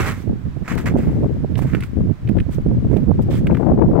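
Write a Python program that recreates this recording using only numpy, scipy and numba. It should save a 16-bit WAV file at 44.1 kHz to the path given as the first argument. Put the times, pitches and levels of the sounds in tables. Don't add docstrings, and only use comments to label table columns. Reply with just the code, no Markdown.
import sys
import numpy as np
from scipy import signal
from scipy.fft import rfft, irfft
from scipy.io import wavfile
from scipy.ndimage import uniform_filter1d, minimum_filter1d
from numba import njit

SR = 44100
rng = np.random.default_rng(int(sys.argv[2]) if len(sys.argv) > 2 else 0)


def persist_wave(psi):
    counts = np.round(np.clip(psi, -1, 1) * 32767).astype(np.int16)
    wavfile.write(sys.argv[1], SR, np.atleast_2d(counts).T)


N = 176400
TIME = np.arange(N) / SR
FRACTURES_PER_S, CLUMP_RATE_HZ = 5000, 260
BOOT_PAN_DB, FIZZ_PAN_DB = -1, 0.5
CRUNCH_LIKENESS, FIZZ_LIKENESS = 0.67, 0.1


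def from_db(db):
    return 10 ** (np.asarray(db) / 20)


def rms_one(x):
    return x / np.sqrt(np.mean(x ** 2) + 1e-20)


def in_time(rows):
    return np.interp(TIME, *np.transpose(rows))


def for_port(rows, port):
    return np.array(rows)[:, [0, port + 1]]


def pan(db):
    return from_db(np.array([[db], [-db]]) / 2)


def drift(rate_hz):
    r = np.exp(-2 * np.pi * rate_hz / SR)
    return rms_one(signal.lfilter([1], [1, -2 * r, r * r], rng.standard_normal(N + SR))[SR:])


def envelope(start_s, attack_s, hold_s, fade_s):
    age = TIME - start_s
    rise = np.clip(age / max(attack_s, 1e-4), 0, 1)
    return rise * np.exp(-np.log(1000) * np.maximum(age - attack_s - hold_s, 0) / fade_s)


def steady(x, window_s):
    size = int(window_s * SR) + 1
    power = uniform_filter1d(uniform_filter1d(x * x, size), size)
    return x / np.sqrt(np.abs(power) + 1e-12)


def butter(x, hz, kind, order=2):
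    return signal.sosfilt(signal.butter(order, hz, kind, fs=SR, output="sos"), x)


def colour(x, spectrum, keep_power=True):
    size = 2048
    hz, db = np.transpose(spectrum)
    bin_hz = np.arange(size // 2 + 1) * SR / size
    gain = from_db(np.interp(np.log(bin_hz + 1), np.log(hz), db))
    cepstrum = irfft(np.log(rms_one(gain) if keep_power else gain))[:size // 2]
    cepstrum[0] /= 2
    click_response = irfft(np.exp(rfft(2 * cepstrum, size)))
    return signal.fftconvolve(x, click_response)[:N]


def ring(x, hz, width_hz):
    r = np.exp(-np.pi * width_hz / SR)
    feed = np.sqrt((1 - r * r) / 2) * np.array([1, 0, -1])
    return signal.lfilter(feed, [1, -2 * r * np.cos(2 * np.pi * hz / SR), r * r], x + 1e-18)


@njit
def moving_lowpass(x, share, order):
    out, state = np.empty_like(x), np.zeros(order)
    for i in range(len(x)):
        value = x[i]
        for k in range(order):
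            state[k] += share[i] * (value - state[k])
            value = state[k]
        out[i] = value
    return out


def port_tone(sound, port):
    # pitch_hz, left_db, right_db
    treble = [(2000, -2, 0.5), (2750, -3.5, -0.5), (3900, -2.5, -1), (5000, -3, 0.5), (7000, -6.5, 1.5),
              (8100, 0.5, 2.5), (9500, 0, -8.5), (13000, 0, 0)]
    return colour(sound, for_port(treble, port), keep_power=False)


def town(likeness=0.071):
    # pitch_hz, level_db
    tone = [(30, -7.5), (120, 6.5), (300, -6), (600, -19), (1700, -23), (3500, -32.5), (6000, -40.5),
            (9200, -46.5), (16000, -48)]
    # time_s, level_db
    levels = [(0, -37), (.5, -35), (1.5, -34.5), (2.05, -36), (3.4, -34.5), (3.82, -38), (4, -37.5)]
    shared, left, right = (colour(white, tone) for white in rng.standard_normal((3, N)))
    hush = np.sqrt(likeness) * shared + np.sqrt(1 - likeness) * np.array([left, right])
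    return from_db(in_time(levels)) * pan(db=-1) * hush


def wind(port, base_hz=419, limit_hz=1210, sway_hz=48.7):
    # time_s, level_db
    left_wind = [(0.0, -23), (0.26, -47), (0.3, -22), (0.43, -46), (0.47, -31), (0.53, -43), (0.66, -45),
                 (0.72, -18), (0.85, -20.5), (1.29, -16), (1.56, -37), (1.65, -25), (1.88, -29.5),
                 (2.0, -11), (2.12, -37), (2.19, -54), (2.25, -17), (2.32, -35), (2.36, -5), (2.46, -33.5),
                 (2.7, -18.5), (2.87, -13.5), (2.9, -29.5), (3.12, -28), (3.2, -10), (3.25, -22.5),
                 (3.29, -11.5), (3.35, -21.5), (3.52, -7.5), (3.58, -14.0), (3.71, -6), (3.74, -19.5),
                 (3.84, 0), (3.89, -27.5), (3.92, -11.5), (4.0, -5.5)]
    # time_s, level_db
    right_wind = [(0.0, -17), (0.22, -31.5), (0.288, -14), (0.42, -34), (0.46, -15), (0.532, -39.5),
                  (0.572, -23), (0.599, -34.5), (0.629, -17), (0.65, -45.5), (0.84, -27.5), (0.961, -8.5),
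                  (1.051, -23.5), (1.079, -8.5), (1.129, -24.5), (1.252, -14), (1.29, -36.5), (1.33, -24.5),
                  (1.441, -17), (1.48, -25.5), (1.528, -14.5), (1.64, -12.5), (1.7, -22), (1.73, -9.5),
                  (1.83, -29.5), (1.91, -40), (2.02, -17.5), (2.118, -12), (2.159, -41.5), (2.25, -29),
                  (2.31, -10.5), (2.371, -35), (2.41, -10), (2.438, -30), (2.49, -14), (2.54, -27),
                  (2.56, -15), (2.64, -25), (2.671, -8), (2.82, -23.5), (2.938, -7), (3.062, -15.5),
                  (3.092, 3), (3.138, -15), (3.26, -20), (3.3, -15.5), (3.48, -13), (3.659, -44),
                  (3.72, -8.5), (3.84, -22.5), (3.888, -6), (4.0, -36)]
    # time_s, left_db, right_db
    sharpness = [(.6, 1, 1.5), (1.25, 2.5, 0), (1.7, -1, -1.5), (2.36, -2.5, -2), (2.7, -1.5, -3),
                 (3.45, -0.5, -0.5), (3.7, 4, -1)]
    # pitch_hz, level_db
    response = [(35, -16.5), (60, -6.5), (120, -0.5), (200, -0.5), (330, -1), (600, 0), (1300, 1.5),
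                (3000, 8)]
    usual_db = -15
    gust_db = in_time((left_wind, right_wind)[port]) - usual_db
    flicker_db = 2.5 * drift(rate_hz=82)
    corner_hz = base_hz * from_db(0.35 * gust_db + in_time(for_port(sharpness, port)) + flicker_db)
    corner_hz = corner_hz / np.hypot(1, corner_hz / limit_hz)
    eddies = moving_lowpass(rng.standard_normal(N), 1 - np.exp(-2 * np.pi * corner_hz / SR), order=6)
    eddies = steady(colour(eddies, response), window_s=0.15)
    sway = rms_one(butter(rng.standard_normal(N), [sway_hz / 2, sway_hz * 2], "band"))
    return from_db(usual_db) * (from_db(0.68 * gust_db) * eddies + from_db(1.6 * gust_db - 20) * sway)


def thumps():
    # time_s, level_db, left_minus_right_db, pitch_hz
    hits = [(0.9649, -1.5, -46, 370), (1.091, -9, -16, 93), (1.254, -12.5, -9, 200),
            (1.447, -12.5, -18, 390), (1.592, -17, -35, 604), (1.99, -17, 8, 300), (2.318, -8.5, -11, 145),
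            (3.116, -12.5, -25, 550), (3.612, -11, 25, 306), (3.789, -11, 10, 450)]
    out = 0
    for time_s, level_db, pan_db, pitch_hz in hits:
        scaled_time = (TIME - time_s) * pitch_hz * np.pi / 2
        swing = np.real(np.exp(2j * np.pi * rng.random()) / (1 + 1j * scaled_time) ** 5)
        ports = 2 * pan(pan_db) / pan(pan_db).sum()
        out = out + ports * from_db(level_db) * swing
    return out


def fractures(per_s, spread_db=2):
    sizes = from_db(spread_db * np.minimum(rng.exponential(1, N), 5))
    signs = rng.choice([-1, 1], N)
    return rms_one(sizes * signs * (rng.random(N) < per_s / SR))


def from_the_ground(make_sound, pan_db, likeness, left_delay_s=0.00006):
    direct = make_sound()
    direct = np.array([np.interp(TIME - left_delay_s, TIME, direct), direct])
    scatter = np.array([make_sound(), make_sound()])
    return pan(pan_db) * (np.sqrt(likeness) * direct + np.sqrt(1 - likeness) * scatter)


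def grind():
    load = from_db(-45) * envelope(start_s=3.306, attack_s=0.0021, hold_s=0.046, fade_s=0.22)
    return from_the_ground(lambda: ring(load * fractures(FRACTURES_PER_S), hz=3200, width_hz=540),
                           BOOT_PAN_DB, FIZZ_LIKENESS)


def tinkle(load, count=24):
    clicks = load * fractures(per_s=600)
    owner = rng.integers(0, count, N)
    pitches_hz = np.geomspace(3470, 14430, count)
    rings = (ring(clicks * (owner == k), hz, width_hz=2 * hz / 73) for k, hz in enumerate(pitches_hz))
    return from_db(-5.5) * sum(rings)


def crystals(load, split_hz=4800, grit_db=-13, grit_fade_s=0.32):
    # pitch_hz, level_db
    tone = [(1500, -12), (3300, 7.5), (5200, -3.5), (7500, -3.5), (9200, -2.5), (15500, -3.5)]
    fizz = from_the_ground(lambda: colour(load * fractures(2 * FRACTURES_PER_S), tone),
                           FIZZ_PAN_DB, FIZZ_LIKENESS)
    coarse, fine = (butter(fizz, split_hz, kind, order=3) * rms_one(from_db(drift(CLUMP_RATE_HZ / 2)))
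                    for kind in ("low", "high"))
    decay = np.exp(-2 * np.log(1000) / (grit_fade_s * SR))
    lingering_power = signal.lfilter([1 - decay], [1, -decay], load ** 2 + 1e-18)
    grit_load = np.sqrt(load ** 2 + from_db(grit_db) ** 2 * lingering_power)
    grit = from_the_ground(lambda: tinkle(grit_load), FIZZ_PAN_DB, FIZZ_LIKENESS)
    return (coarse + fine) / np.sqrt(2) + grit


def snaps(half_width_octaves=0.56):
    # start_s, crack_db, fizz_db, pitch_hz
    plates = [(0.6786, -24.5, -59, 1500), (0.751, -52, -37.5, 1600), (0.8643, -25.5, -48, 1330),
              (0.9837, -52, -44.5, 2200), (1.5554, -33.5, -48.5, 2410), (1.734, -30, -60, 1600),
              (1.7489, -21.5, -43.5, 1870), (1.8057, -35, -42, 2230), (1.8245, -31, -63, 1920),
              (1.835, -28.5, -38, 1760), (2.2748, -38, -54, 2210), (2.2896, -33, -47, 1900),
              (2.370, -41, -50, 2400), (2.3856, -32.5, -56, 1940), (2.4013, -30, -47, 2120),
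              (2.968, -34, -44, 2110), (3.4695, -25, -43, 1900), (3.509, -36, -57.5, 1700),
              (3.5478, -27.5, -50, 1690), (3.5702, -28.5, -47.5, 1370)]
    cracks, fizz_load = 0, 0
    chips = from_the_ground(lambda: steady(fractures(per_s=3700), window_s=0.0099), 0, CRUNCH_LIKENESS)
    for start_s, crack_db, fizz_db, pitch_hz in plates:
        burst = envelope(start_s, attack_s=0, hold_s=0.002, fade_s=0.024)
        force = burst * chips + 1e-18
        force[:, int(start_s * SR)] += from_db(18)
        low_hz, high_hz = pitch_hz * 2 ** -half_width_octaves, pitch_hz * 2 ** half_width_octaves
        band_gain = np.sqrt(SR / 4 / (high_hz - low_hz))
        cracks = cracks + from_db(crack_db) * band_gain * butter(force, [low_hz, high_hz], "band", 3)
        fizz_load = fizz_load + from_db(fizz_db) * burst
    return pan(BOOT_PAN_DB) * cracks + crystals(fizz_load)


def crushes(clump_db=2):
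    # start_s, attack_s, hold_s, fade_s, crunch_db, fizz_db
    presses = [(-.004, 0.0021, 0.0076, 0.38, -21.5, -34), (0.052, 0.021, 0.019, 0.21, -27, -37.5),
               (0.156, 0.041, 0.025, 0.19, -56, -53), (0.631, 0.029, .015, 0.21, -42, -59),
               (0.678, 0.001, 0.044, 0.19, -28.5, -44.5), (0.775, 0.0011, 0.0062, 0.21, -31, -40.5),
               (0.8564, 0.0018, 0.018, 0.13, -25.5, -40), (0.955, 0.017, 0.054, 0.83, -42, -53),
               (1.568, 0.012, 0.007, 0.13, -38.5, -41.5), (1.612, 0.0064, 0.01, 0.23, -40.5, -49.5),
               (1.662, 0.017, 0.095, 0.2, -42, -57.5), (1.799, 0.012, 0.042, 0.18, -47, -53),
               (2.498, 0.031, 0.022, 0.078, -47, -46.5), (2.9, 0.015, 0.057, 0.31, -49, -61),
               (3.213, 0.0088, 0.003, 0.083, -57, -47), (3.303, 0.0021, 0.08, 0.1, -41.5, -46),
               (3.459, 0.02, 0.14, 0.28, -51.5, -66)]
    # pitch_hz, level_db
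    tone = [(250, -3.5), (450, 1.5), (700, -5.5), (1200, -0.5), (2150, -1), (2700, -8), (3600, -21),
            (5700, -22), (7600, -20.5), (9200, -40), (16000, -46)]
    crunch_load, fizz_load = 0, 0
    for start_s, attack_s, hold_s, fade_s, crunch_db, fizz_db in presses:
        load = envelope(start_s, attack_s, hold_s, fade_s)
        crunch_load = crunch_load + load * from_db(crunch_db)
        fizz_load = fizz_load + load * from_db(fizz_db)
    clumps = steady(from_db(clump_db * drift(CLUMP_RATE_HZ)), window_s=0.06)
    crunch = from_the_ground(lambda: colour(crunch_load * clumps * fractures(FRACTURES_PER_S), tone),
                             BOOT_PAN_DB, CRUNCH_LIKENESS)
    return crunch + crystals(fizz_load)


def scene():
    air = crushes() + snaps() + grind() + town()
    return thumps() + np.array([port_tone(air[port], port) + wind(port) for port in (0, 1)])


def record(dry):
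    ceiling, window, cutoff_hz = 0.95, int(0.006 * SR), 15850
    gain = minimum_filter1d(ceiling / np.maximum(np.abs(dry), ceiling), 2 * window, axis=1)
    gain = uniform_filter1d(uniform_filter1d(gain, window, axis=1), window, axis=1)
    treble_cut = signal.ellip(12, 0.1, 90, cutoff_hz, fs=SR, output="sos")
    return signal.sosfilt(treble_cut, dry * gain)


dry = scene()
out = record(dry)
persist_wave(out)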